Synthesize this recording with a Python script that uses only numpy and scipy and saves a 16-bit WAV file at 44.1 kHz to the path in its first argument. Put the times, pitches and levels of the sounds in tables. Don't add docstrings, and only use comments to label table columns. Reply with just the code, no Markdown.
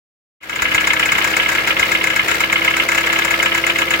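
import sys
import numpy as np
from scipy import signal
from scipy.fft import rfft, irfft
from scipy.io import wavfile

SR = 44100
rng = np.random.default_rng(int(sys.argv[2]) if len(sys.argv) > 2 else 0)


def transcribe(signal):
    frames = np.atleast_2d(signal).T
    limited = np.clip(frames, -1, 1)
    pcm = np.round(limited * 32767).astype(np.int16)
    wavfile.write(sys.argv[1], SR, pcm)


def attenuation_scalar(level_db):
    decades = np.asarray(level_db, float) / 20
    return 10 ** decades


N = 176400
T = np.arange(N) / SR
HZ = np.fft.rfftfreq(N, 1 / SR)
HALVES = np.array([[.5], [-.5]])

# time in seconds, firings so far.
CRANK = [(0.3676, 0), (0.8073, 14), (1.2414, 28), (1.6716, 42), (2.0991, 56), (2.524, 70), (2.946, 84),
         (3.3656, 98), (3.7247, 110), (4.1443, 124)]
# frequency in Hz, left over right in dB.
PORT_LEAN = [(60, -4), (180, 0), (550, -3.5), (1300, 7), (4970, -5.5), (6200, -1.5), (7600, 6), (15000, 10)]


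def knocks():
    # frequency in Hz, level in dB, left over right in dB.
    block_modes = [(987.8, -3.5, 8), (1301.5, -4.5, -1), (1385.6, -11.5, 6), (1659, -4.5, 14),
                   (1693.3, 1.5, -4.5), (1791, -6, 4.5), (2080.8, 7.5, 3), (2236, -4.5, 15),
                   (2295, -2.5, -2), (2449, -4, 12.5), (2699, 1, 9), (2930.8, 9.5, -4), (3015.2, 0, 15.5),
                   (3257.4, -13.5, -26)]
    # frequency in Hz, level in dB per Hz.
    knock_tail = [(600, -22.5), (1200, -0.5), (2100, -7), (3200, -6), (3700, -5.5), (4600, -27),
                  (7000, -89.5), (15000, -51.5)]
    knock_course = {"late_s": 0.001289, "rise_s": 0.00159, "right_s": 0.0011278, "ring_db": 6, "crack_db":
                    16, "top_db": -40.5, "tail_db": 1.5, "crack_s": 0.000797}
    # one engine cycle, the level of each of four cylinders in dB.
    knock_levels = [(-27, -20.5, -28.5, -31), (-27, -22.5, -25, -20), (-26.5, -18, -26, -20.5),
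                    (-28, -16.5, -25.5, -20.5), (-25, -15.5, -39.5, -21), (-23, -16, -43, -18.5),
                    (-22.5, -20, -21.5, -19.5), (-21.5, -34, -38, -21), (-28.5, -15, -24, -20),
                    (-23.5, -49.5, -24, -17), (-28.5, -26, -23.5, -17.5), (-43, -20.5, -27, -16.5),
                    (-28, -24.5, -27, -18), (-30.5, -22.5, -28, -22.5), (-21.5, -27, -26.5, -16.5),
                    (-30.5, -49, -23.5, -21.5), (-40, -47.5, -24, -19), (-39.5, -23.5, -22.5, -17.5),
                    (-29, -22, -23.5, -16), (-23, -20, -38, -16.5), (-30.5, -32, -33, -22),
                    (-31.5, -19, -31, -20), (-23, -21, -23.5, -20.5), (-23, -22.5, -27, -23),
                    (-23, -17, -51.5, -19), (-49.5, -16.5, -28.5, -20), (-22.5, -21.5, -50.5, -21),
                    (-27, -16.5, -51.5, -23), (-26, -18, -48.5, -26), (-23, -17.5, -34, -20)]
    return blows(knock_levels, block_modes, knock_tail, **knock_course)


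def ticks():
    # frequency in Hz, level in dB, left over right in dB.
    cover_modes = [(987.6, -5.5, 3), (1125.5, -11.5, 7.5), (1388, -2, -3.5), (1552, -2, -11.5),
                   (1652, -3, 20), (1691.3, -2.5, 18.5), (1859, -41, -18), (2110, -21, -16),
                   (2162, -4, 12.5), (2572, -4.5, 15.5), (2768, -29.5, 6), (3777, -13, -18.5),
                   (4055, -19, -20.5), (5203, -14.5, -16.5)]
    # frequency in Hz, level in dB, left over right in dB.
    tappet_modes = [(6334, -17.5, -2), (6335, -11, 8), (6914, -6, 15.5), (6586, -14.5, 8.5),
                    (7113, -20.5, 11.5), (7350, -28.5, 12), (7470, -12.5, 18.5), (8000, -16.5, 21),
                    (8220, -13, 6.5)]
    # frequency in Hz, level in dB per Hz.
    tick_tail = [(600, -15), (1100, -0.5), (2000, 3.5), (3000, -22), (4500, -16.5), (7500, -12),
                 (8600, -25), (15000, -20)]
    tick_course = {"late_s": 0.0009047, "rise_s": 0.0008924, "right_s": 0.0011184, "ring_db": 14,
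                   "crack_db": 23.5, "top_db": 5, "tail_db": 12.5, "crack_s": 0.000907}
    # one engine cycle, the level of each of four cylinders in dB.
    tick_levels = [(-47, -38.5, -28, -64.5), (-26, -44, -30.5, -55), (-24, -54.5, -39, -41),
                   (-23, -51.5, -29.5, -50), (-25.5, -52, -27.5, -50), (-28.5, -57, -28, -46.5),
                   (-25, -37, -29.5, -56), (-27, -29, -33, -51.5), (-25.5, -54.5, -37.5, -46),
                   (-26.5, -28.5, -30.5, -56), (-39.5, -52, -27.5, -49), (-50, -51.5, -23.5, -48.5),
                   (-36.5, -42.5, -25, -38.5), (-59.5, -55.5, -27, -29.5), (-31.5, -44.5, -26, -48.5),
                   (-52, -51.5, -26.5, -28), (-31, -46.5, -26.5, -57.5), (-66, -56.5, -26, -62.5),
                   (-46.5, -53.5, -29, -51.5), (-34, -57, -26, -41), (-45.5, -57.5, -26.5, -27),
                   (-27.5, -28, -33.5, -57.5), (-31.5, -55.5, -27, -41), (-28, -47, -28, -41.5),
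                   (-27.5, -45, -50.5, -56), (-24.5, -33, -43, -59.5), (-28.5, -31, -51, -63.5),
                   (-25, -35, -51, -37), (-26.5, -34.5, -54, -52.5), (-25.5, -31.5, -59, -61.5)]
    return blows(tick_levels, cover_modes + tappet_modes, tick_tail, **tick_course)


def blows(levels_db, modes, tail, late_s, rise_s, right_s, ring_db, crack_db, top_db, tail_db, crack_s):
    contact_delays = [0.0, 0.001227, 0.0026354]
    # frequency in Hz, level in dB per Hz.
    snap_colour = [(3000, -22.5), (4500, -4.5), (7500, 2.5), (9000, -7), (15000, -11)]
    blow_spread, contact_spread = .2, .15
    slow_below_hz = 5600
    snap_s, tail_t60_s = 0.00099, .075
    crack_hz, crack_t60_s = 2150, .012

    force = attenuation_scalar(np.ravel(levels_db))
    seconds, firings = np.transpose(CRANK)
    start = np.interp(np.arange(len(force)), firings, seconds) + late_s
    chance = rng.standard_normal((len(start), 3, len(modes) + 1))
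    contacts = []
    for k, delay in enumerate(contact_delays):
        moment = start + delay * (1 + contact_spread * chance[:, k, -1])
        contacts.append(np.minimum(moment * SR, N - 1).astype(int))

    rung = np.zeros((2, N))
    for m, (hz, db, pan_db) in enumerate(modes):
        clicks = np.zeros(N)
        for k, at in enumerate(contacts):
            habit = (-1) ** m if k == 0 else 0
            clicks[at] += force * (habit + blow_spread * chance[:, k, m])
        slow = hz < slow_below_hz
        if slow:
            clicks = swell(clicks, hz, rise_s)
        tone = ring(clicks, hz, .08 * (2000 / hz) ** .5)
        ports = np.array([tone, later(tone, right_s * slow)])
        rung += ports * attenuation_scalar(db + ring_db - 8.5 + pan_db * HALVES)
    rung = rung + echoes(rung)

    hit = np.zeros(N)
    hit[contacts[0]] = force
    twice = hit.copy()
    twice[contacts[2]] += force * (0.994 + blow_spread * chance[:, 2, 0])
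    core = ring(swell(twice, crack_hz, crack_s), crack_hz, crack_t60_s)
    crack = attenuation_scalar(crack_db) * later(core, rise_s / 2)

    since = np.arange(N) - np.maximum.accumulate(np.arange(N) * (hit > 0))
    snap = attenuation_scalar(top_db) * coloured(pulse(hit, snap_s), snap_colour, since)
    onset = pulse(hit, rise_s) / (np.e * rise_s * SR)
    dying = signal.lfilter([1], [1, -attenuation_scalar(-60 / (tail_t60_s * SR))], onset)
    patchy = attenuation_scalar(2.56 * drift(84))
    return rung + crack + snap + attenuation_scalar(tail_db) * coloured(dying * patchy, tail, since)


def echoes(rung):
    # left delay in seconds, right delay in seconds, level in dB.
    bounces = [
        (.0098, 0.012, -10),
        (0.0175, 0.015, -10.5),
    ]
    total = 0
    for left_s, right_s, db in bounces:
        total = total + attenuation_scalar(db) * np.array([later(rung[0], left_s), -later(rung[1], right_s)])
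    return total


def turns():
    seconds, firings = np.transpose(CRANK)
    middle = (seconds[1:] + seconds[:-1]) / 2
    firing_hz = np.diff(firings) / np.diff(seconds)
    return 2 * np.cumsum(np.interp(T, middle, firing_hz)) / SR


def drone():
    # multiple of twice the firing rate, level in dB.
    partials = [(1, -41.5), (1.75, -47.5), (2, -47.5), (2.4, -49), (3, -44), (4, -48), (5, -34.5),
                (7.75, -41.5), (8, -41.5), (10, -40.5), (20, -61)]
    waver_db, waver_rad, swell_db_per_s = .5, .17, .8
    port_waver_rad = .25
    out, phase = 0, 2 * np.pi * turns()
    for k, db in partials:
        root = np.sqrt(k)
        angle = k * phase + rng.uniform(0, 2 * np.pi) + waver_rad * root * drift(13.1)
        apart = port_waver_rad / root * drift(8.2) * np.array([[1], [-1]])
        tone = np.sqrt(2) * np.sin(angle + apart)
        trend = int(k > 4) - int(k == 4)
        change_db = root * (waver_db * drift(11.2) + trend * swell_db_per_s * (T - 2.5))
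        out = out + tone * attenuation_scalar(db + change_db + at_hz(PORT_LEAN, 66 * k) * HALVES)
    return out


def clatter():
    # frequency in Hz, level in dB per Hz.
    wash_colour = [(60, -28.5), (230, -18), (330, -7), (880, -8.5), (2140, -2), (5650, -18.5),
                   (9500, -28.5), (15700, -23.5)]
    # frequency in Hz, bandwidth in Hz, level in dB.
    resonances = [(545.8, 40, -9), (1710, 480, -3), (2277, 236, -10.5)]
    wash_db, patchy_db, throb_depth = -23, 1.5, 0.383
    contacts_per_s, rattle_db = 900, -32.5
    throb = 1 + throb_depth * np.sin(2 * np.pi * turns())
    wash = coloured(throb * attenuation_scalar(patchy_db * drift(17.6)), wash_colour)
    born = (rng.random((2, N)) < contacts_per_s / SR) * rng.standard_normal((2, N))
    born = born * attenuation_scalar(4.55 * rng.exponential(1, (2, N)).clip(0, 4))
    born = born + 5.3 * born.sum(axis=0)
    rattle = 0
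    for hz, bandwidth, db in resonances:
        rattle = rattle + attenuation_scalar(db) * rms_one(ring(born, hz, 2.72 / bandwidth))
    return attenuation_scalar(wash_db) * wash + attenuation_scalar(rattle_db) * rattle * attenuation_scalar([[1.5], [-1.5]])


def thumps():
    # time in seconds, level in dB.
    jolts = [
        (0.624, -14),
        (0.746, -14),
        (.872, -23),
        (1.80, -21.5),
    ]
    clicks = np.zeros(N)
    for s, db in jolts:
        clicks[int(s * SR)] = attenuation_scalar(db)
    push = signal.lfilter([.012], [1, -.99], clicks)
    return ring(push, 89, 0.0305)


def coloured(envelope, spectrum, since=None):
    # frequency in Hz, coherence from 0 to 1.
    likeness = [(60, 1), (300, 0.777), (600, 0.738), (1100, 0.133), (2200, 0.364), (5000, 0.101),
                (12000, .1)]
    sameness = .68
    white = rng.standard_normal((2, N))
    if since is not None:
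        white = sameness * white[:, since] + np.sqrt(1 - sameness ** 2) * white[:, ::-1]
    mid, side = rfft(white * envelope)
    alike = np.clip(at_hz(likeness, HZ), 0, 1)
    gain = rms_one(attenuation_scalar(at_hz(spectrum, HZ)))
    lean = attenuation_scalar(at_hz(PORT_LEAN, HZ) * HALVES)
    pair = (np.sqrt(1 + alike) * mid + np.sqrt(1 - alike) * side * [[1], [-1]]) / np.sqrt(2)
    return irfft(pair * gain * lean, N)


def ring(x, hz, t60):
    r, w = attenuation_scalar(-60 / (t60 * SR)), 2 * np.pi * hz / SR
    return signal.lfilter([0, np.sin(w)], [1, -2 * r * np.cos(w), r * r], x + 1e-18)


def swell(x, hz, s):
    r, w = np.exp(-1 / (s * SR)), 2 * np.pi * hz / SR
    return signal.lfilter([1 - r, 0, r - 1], [1, -2 * r * np.cos(w), r * r], x + 1e-18)


def pulse(hit, s):
    q = np.exp(-1 / (s * SR))
    return signal.lfilter([np.e * (1 - q)], [1, -2 * q, q * q], hit + 1e-18)


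def later(x, s):
    return np.roll(x, int(s * SR), axis=-1)


def drift(rate):
    r = np.exp(-80 * np.pi * rate / SR)
    slow = signal.lfilter([1], [1, -2 * r, r * r], rng.standard_normal(N // 40 + 2002))[2000:]
    return np.interp(np.arange(N) / 40, np.arange(len(slow)), rms_one(slow))


def at_hz(points, hz):
    table_hz, value = np.transpose(points)
    return np.interp(np.log(hz + 1), np.log(table_hz), value)


def rms_one(x):
    return x / np.sqrt(np.mean(x ** 2) + 1e-20)


def scene():
    # frequency in Hz, delay in samples.
    right_lag = [(300, 2.6), (800, 8.7), (1800, 19.264)]
    left, right = knocks() + ticks() + drone() + clatter() + thumps()
    turn_back = np.exp(-2j * np.pi * HZ * at_hz(right_lag, HZ) / SR)
    return np.array([left, irfft(rfft(right) * turn_back, N)])


def band_limit(x):
    return signal.sosfilt(signal.butter(12, 15890, fs=SR, output="sos"), x)


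def record(dry):
    fade_start_s, fade_s, onset_s = 0.4015, 0.292, 0.017
    since_start = T - fade_start_s
    fade = np.clip(since_start / fade_s, 0, 1) * np.clip(since_start / onset_s, 0, 1)
    bass_cut = signal.butter(2, 55.6, "high", fs=SR, output="sos")
    x = signal.sosfilt(bass_cut, dry) * fade
    x = 1.12 * np.tanh(x / 1.12)
    top_cut = signal.ellip(12, .5, 60, 16000, fs=SR, output="sos")
    return band_limit(signal.sosfilt(top_cut, x))


dry = scene()
out = record(dry)
transcribe(out)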